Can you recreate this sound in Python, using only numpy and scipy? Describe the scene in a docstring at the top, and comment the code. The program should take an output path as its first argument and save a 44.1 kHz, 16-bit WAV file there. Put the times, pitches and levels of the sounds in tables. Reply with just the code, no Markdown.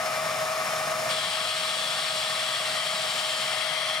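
"""In a room, a vacuum cleaner runs with its intake blocked, close to a hand-held microphone.
The spinning shaft hums over the roar of air churning in the fan. About a second in, air suddenly
hisses and whistles in through a leak or relief valve, the motor slows a little, and the recorder's
gain control turns everything down. Near the end the microphone turns away, changing the tone."""
import sys
import numpy as np
from scipy import signal
from scipy.fft import rfft, irfft
from scipy.io import wavfile
from scipy.ndimage import map_coordinates

SR = 44100
rng = np.random.default_rng(int(sys.argv[2]) if len(sys.argv) > 2 else 0)


def master_out(mix):
    """Clip the mix to full scale and print it as 16-bit PCM to the path in sys.argv[1]."""
    frames = np.transpose(np.atleast_2d(mix))
    ceiling = np.clip(frames, -1, 1)
    pcm = np.round(ceiling * 32767).astype(np.int16)
    wavfile.write(sys.argv[1], SR, pcm)


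N = 176400
TIME = np.arange(N) / SR
LEAK_OPENS_S = 1.087

# overall shape of the hiss (frequency [Hz], relative level [dB])
HISS_SHAPE = [(200, -48), (800, -7.5), (1600, 0.5), (2100, 1), (2700, 1), (4500, 2.5), (5500, -3),
              (6300, -13.5), (7400, -6.5), (9200, -4.5), (9900, -15), (11500, -30), (15500, -26)]
# pitches the gap boosts or weakens (frequency [Hz], width [Hz], boost [dB])
GAP_RESONANCES = [(2870, 220, 3.5), (4006, 63, 6), (4430, 160, 0), (5030, 180, -5.5), (9000, 1000, 2),
                  (13800, 600, 4.5)]
# how alike the hiss is on both sides (frequency [Hz], likeness [0-1])
HISS_ALIKE = [(800, 0.89), (2000, 1), (2550, 0.083), (2900, 0.42), (3600, 0.64), (4100, 0.86), (4800, 0.93),
              (5400, 0.72), (6200, .5), (7400, 1), (9000, 0.33), (11500, 0.28), (14000, .6)]
# which side the hiss leans to (frequency [Hz], left minus right [dB])
HISS_SIDES = [(800, 1), (2500, 6), (3100, 3.5), (4300, 2.5), (5100, 4), (6200, 2), (8300, -0.5),
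              (9200, 0.5), (11000, 5)]
# echoes from nearby walls (delay [s], gain [dB])
WALL_ECHOES = [(.0023, -17.5), (.0037, -17.5), (.0056, -13), (.0094, -13), (0.0127, -18.5)]
# thin, high tones that sound once the leak opens; the lowest reinforces the blade tone near 5.7 kHz #
# (frequency [Hz], width [Hz], level [dB])
THIN_TONES = [(5674, 16, -48), (7450, 28, -49), (8721, 40, -50)]
def leak(hiss_db=-23, snap_s=.019, widen_s=.14, first_share=.8, sway_s=.00006):
    """A gap snaps partly open, then widens; air hisses through it and echoes off the walls."""
    jet = airflow(HISS_SHAPE, GAP_RESONANCES, HISS_ALIKE, HISS_SIDES)
    echoes = np.zeros_like(jet)
    for delay, db in WALL_ECHOES:
        for side in range(2):
            sent_s = TIME - delay - sway_s * wander(2)  # the moving hand changes the echo's path
            echoes[side] += undb(db) * map_coordinates(jet[side], [sent_s * SR], order=3, mode="mirror")
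    hiss = undb(hiss_db) * unit(jet + echoes)
    thin = sum(undb(db) * narrow_noise(hz, width) for hz, width, db in THIN_TONES)
    open_s = np.maximum(TIME - LEAK_OPENS_S, 0)
    snap = np.minimum(open_s / snap_s, 1)
    widening = 1 - (1 - first_share) * np.exp(-open_s / widen_s)
    return (hiss + whistle() + thin) * snap * widening * undb(.4 * wander(22))  # slight flicker


# the whistle's path (time [s], pitch [Hz], level before the boost [dB], left minus right [dB])
WHISTLE_PATH = [(1.12, 3320, -43.5, 24.5), (1.33, 3280, -37, 11), (1.57, 3257, -37, 7.5),
                (1.77, 3330, -40, 12), (1.82, 3390, -34.5, 5), (1.84, 3370, -37.5, 11.5),
                (2.51, 3330, -35.5, 6.5), (2.57, 3300, -32.5, 1), (2.73, 3215, -41, 4.5),
                (2.77, 3200, -33, 5), (3.0, 3240, -40.5, 15), (3.23, 3210, -37, 10),
                (3.46, 3220, -34.5, 4.5), (3.65, 3335, -37, 14), (3.71, 3263, -34.5, 11.5),
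                (3.94, 3300, -27.5, -1), (3.97, 3280, -29, 0.5), (4.0, 3270, -36, 8)]
def whistle(width_hz=260, boost_db=7):
    """Air rings in the gap with a breathy, wandering whistle, partly alike on both sides."""
    tone = np.exp(2j * np.pi * np.cumsum(over_time(WHISTLE_PATH)) / SR)
    shared = 1.06 * flutter(width_hz)
    pair = np.array([np.real((shared + flutter(width_hz)) * tone) for _ in range(2)])
    level = undb(boost_db + over_time(WHISTLE_PATH, column=2))
    return unit(pair) * level * pan(over_time(WHISTLE_PATH, column=3))


# overall shape of the roar (frequency [Hz], relative level [dB])
ROAR_SHAPE = [(25, -44), (50, -38), (85, -19), (150, -8), (330, -22), (520, -10), (680, -1), (950, -8.5),
              (1400, -6), (2400, -11.5), (2800, -12), (4600, -15), (8000, -19), (10500, -20.5),
              (12000, -25.5), (15500, -31.5)]
# pitches at which the casing rings (frequency [Hz], width [Hz], boost [dB])
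CASING_RESONANCES = [(243, 17, 4.2), (1141, 96, 9.15), (1814, 51, 6.9), (2100, 170, 3.2), (2350, 83, 7.4),
                     (2480, 37, 3.5), (3570, 130, 2.5), (5250, 320, 7.1), (6390, 110, 4.5),
                     (6930, 150, 4.3), (9000, 420, 3.3), (10200, 400, 2.1), (13700, 500, 4.6)]
# how alike the roar is on both sides (frequency [Hz], likeness [0-1])
ROAR_ALIKE = [(30, .6), (70, .93), (170, .95), (350, .92), (650, .98), (880, .82), (1150, .96), (1550, .8),
              (1850, .87), (2250, .45), (2900, .68), (3650, .45), (4100, .85), (4750, .6), (5250, .9),
              (6200, .45), (9300, .3), (10400, .65), (12000, .3), (15500, .65)]
# which side the roar leans to (frequency [Hz], left minus right [dB])
ROAR_SIDES = [(150, -1), (250, 1.2), (700, 0.3), (1000, 6), (1400, -1), (2200, 4), (3200, 2.5), (5000, 2),
              (7000, .5), (15000, -3)]
def fan(level_db=-26.5, flicker_db=.5):
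    """Air churning in the fan roars and makes the casing ring."""
    roar = airflow(ROAR_SHAPE, CASING_RESONANCES, ROAR_ALIKE, ROAR_SIDES)
    return roar * undb(level_db + flicker_db * wander(13.4))


# how fast the shaft spins (time [s], speed [turns per s])
SHAFT_SPEED = [(0, 634.1), (.9, 634.1), (1.45, 632.0), (2.0, 631.1), (2.9, 630.5), (4, 630.6)]
# tones of the shaft and blades (multiple of the speed [x], level once the leak is open [dB],
# fluttering share [0-1], flutter width [Hz], left minus right [dB])
SHAFT_TONES = [(1, -32.6, .22, 40, .8), (2, -37.3, .45, 35, 3.5), (9, -60.5, .5, 25, 2),
               (18, -58.5, .4, 25, -3)]
def motor(stall_boost_db=1.45, ease_s=.051):
    """Shaft and blades hum, shaken by stalled air, and are louder until the leak relieves the fan."""
    angle = 2 * np.pi * np.cumsum(over_time(SHAFT_SPEED)) / SR
    hum = 0
    for multiple, db, share, width, side_db in SHAFT_TONES:
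        swing = np.sqrt(1 - share ** 2) + share * flutter(width)
        tone = unit(np.real(swing * np.exp(1j * multiple * angle)))
        hum += undb(db) * pan(side_db) * tone
    stalled = np.exp(-np.maximum(TIME - LEAK_OPENS_S, 0) / ease_s)
    return hum * undb(stall_boost_db * stalled)


# brief swells in the hiss
# (time [s], length [s], frequency [Hz], width [Hz], peak level [dB], left minus right [dB])
HISS_SWELLS = [(2.502, .45, 7650, 350, -41, 0), (2.7, 0.53, 1950, 140, -34, 3),
               (3.35, 0.33, 7190, 260, -40, 6), (3.854, 0.64, 2100, 260, -33, -2.5),
               (3.9, .25, 4370, 200, -31, -7), (3.92, 0.33, 5750, 500, -39, -11)]
def swells():
    """Narrow bands of hiss rise and fade as the hand moves through spots where they ring."""
    bands = 0
    for when, length, hz, width, db, side_db in HISS_SWELLS:
        rise_and_fall = np.exp(-2 * ((TIME - when) / length) ** 2)
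        bands += narrow_noise(hz, width) * undb(db) * pan(side_db) * rise_and_fall
    return bands


def airflow(shape, resonances, likeness, balance):
    """Rushing air: noise with ringing peaks, partly alike on the left and right."""
    hz = np.fft.rfftfreq(N, 1 / SR)
    peaks_db = sum(db * np.exp(-2 * ((hz - centre) / width) ** 2) for centre, width, db in resonances)
    alike = np.clip(over_pitch(likeness), -1, 1)
    shared, opposite = rfft(rng.standard_normal((2, N)))
    pair = np.sqrt(1 + alike) * shared + np.sqrt(1 - alike) * opposite * np.array([[1], [-1]])
    sides = pan(over_pitch(balance))
    return unit(irfft(pair * undb(over_pitch(shape) + peaks_db) * sides / np.hypot(*sides), N))


def narrow_noise(hz, width_hz):
    """A fluttering tone: a narrow band of noise around one pitch."""
    return unit(np.real(flutter(width_hz) * np.exp(2j * np.pi * hz * TIME)))


def flutter(width_hz):
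    """A random wobble in size and timing that blurs a tone into a narrow band."""
    real, imaginary = rng.standard_normal((2, N))
    rolloff = np.sqrt(1 + (2 * np.fft.fftfreq(N, 1 / SR) / width_hz) ** 4)
    return unit(np.fft.ifft((real + 1j * imaginary) / rolloff))


def wander(rate_hz):
    """A smooth random drift with a typical size of 1."""
    keep_slow = np.exp(-.5 * (np.fft.rfftfreq(N, 1 / SR) / rate_hz) ** 2)
    return unit(irfft(rfft(rng.standard_normal(N)) * keep_slow, N))


def over_time(table, column=1):
    """Join a table's points with straight lines in time."""
    rows = np.array(table, float)
    return np.interp(TIME, rows[:, 0], rows[:, column])


def over_pitch(table, column=1):
    """Join a table's points with straight lines in pitch (log frequency)."""
    rows = np.array(table, float)
    return np.interp(np.log(np.fft.rfftfreq(N, 1 / SR) + 1), np.log(rows[:, 0]), rows[:, column])


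def smooth(x, seconds):
    """Follow x sluggishly, starting from its early average."""
    pole = np.exp(-1 / (seconds * SR))
    return signal.lfilter([1 - pole], [1, -pole], x, zi=[pole * x[:SR // 2].mean()])[0]


def pan(db):
    """Left and right gains that put the left db decibels above the right."""
    return undb(np.array([[.5], [-.5]]) * db)


def undb(db):
    """Turn decibels into a gain."""
    return 10 ** (np.asarray(db) / 20)


def unit(x):
    """Scale to an average strength (rms) of 1."""
    return x / np.sqrt(np.mean(np.abs(x) ** 2))


# the microphone's two openings sit apart, so one leads (frequency [Hz], left lead [radians])
LEFT_LEAD = [(100, -0.006), (430, .35), (630, 0.75), (790, 0.76), (1040, 0.71), (1280, 0.43), (1600, 1.66),
             (1850, 1.15), (2300, 0.68), (2750, 0.5), (3100, 0.65), (3850, 0.018), (4300, 0.51),
             (5500, 0.44), (7000, 0.43), (9000, 1.34), (10500, 0.89), (14000, 0.28)]
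# how far the microphone is turned away (time [s], share [0-1])
MIC_TURN = [(0, 0.23), (2.2, 0), (2.6, 0.16), (3.35, 0), (3.65, 0.62), (3.85, 0.8), (4, 1)]
# change of tone when fully turned (frequency [Hz], left gain [dB], right gain [dB])
TURNED_TONE = [(198.9, 1.5, 2.5), (810, 6, 3.5), (1510, 3.5, 4), (2070, 9, -1), (2570, 3, 3.5),
               (4030, 2.5, -5.5), (6300, 2.5, 0.5), (7600, -3, -1), (9000, 6.3, -4.5), (13000, 5, -5)]
def scene():
    """Hum, roar and hiss reach both sides of the microphone and change tone as it turns."""
    spectrum = rfft(motor() + fan() + leak() + swells())
    spectrum *= np.exp(.5j * over_pitch(LEFT_LEAD) * np.array([[1], [-1]]))
    facing = irfft(spectrum, N)
    turned_db = [over_pitch(TURNED_TONE, column=1), over_pitch(TURNED_TONE, column=2)]
    turned = irfft(spectrum * undb(turned_db), N)
    return facing + over_time(MIC_TURN) * (turned - facing)


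LIMIT_DB, SQUEEZE_RATIO, REACT_S, TOP_HZ = -28, 36, .014, 15700
def record(dry):
    """Gain control turns loud sound down to hold the level steady; the highest treble is cut."""
    heard_db = 10 * np.log10(smooth(np.mean(dry ** 2, axis=0), REACT_S))
    excess_db = np.maximum(heard_db - LIMIT_DB, 0)
    cut_db = smooth(excess_db * (1 - 1 / SQUEEZE_RATIO), REACT_S)
    treble_cut = signal.ellip(12, .1, 80, TOP_HZ, fs=SR, output="sos")
    return signal.sosfilt(treble_cut, dry * undb(-cut_db))


dry = scene()
out = record(dry)
master_out(out)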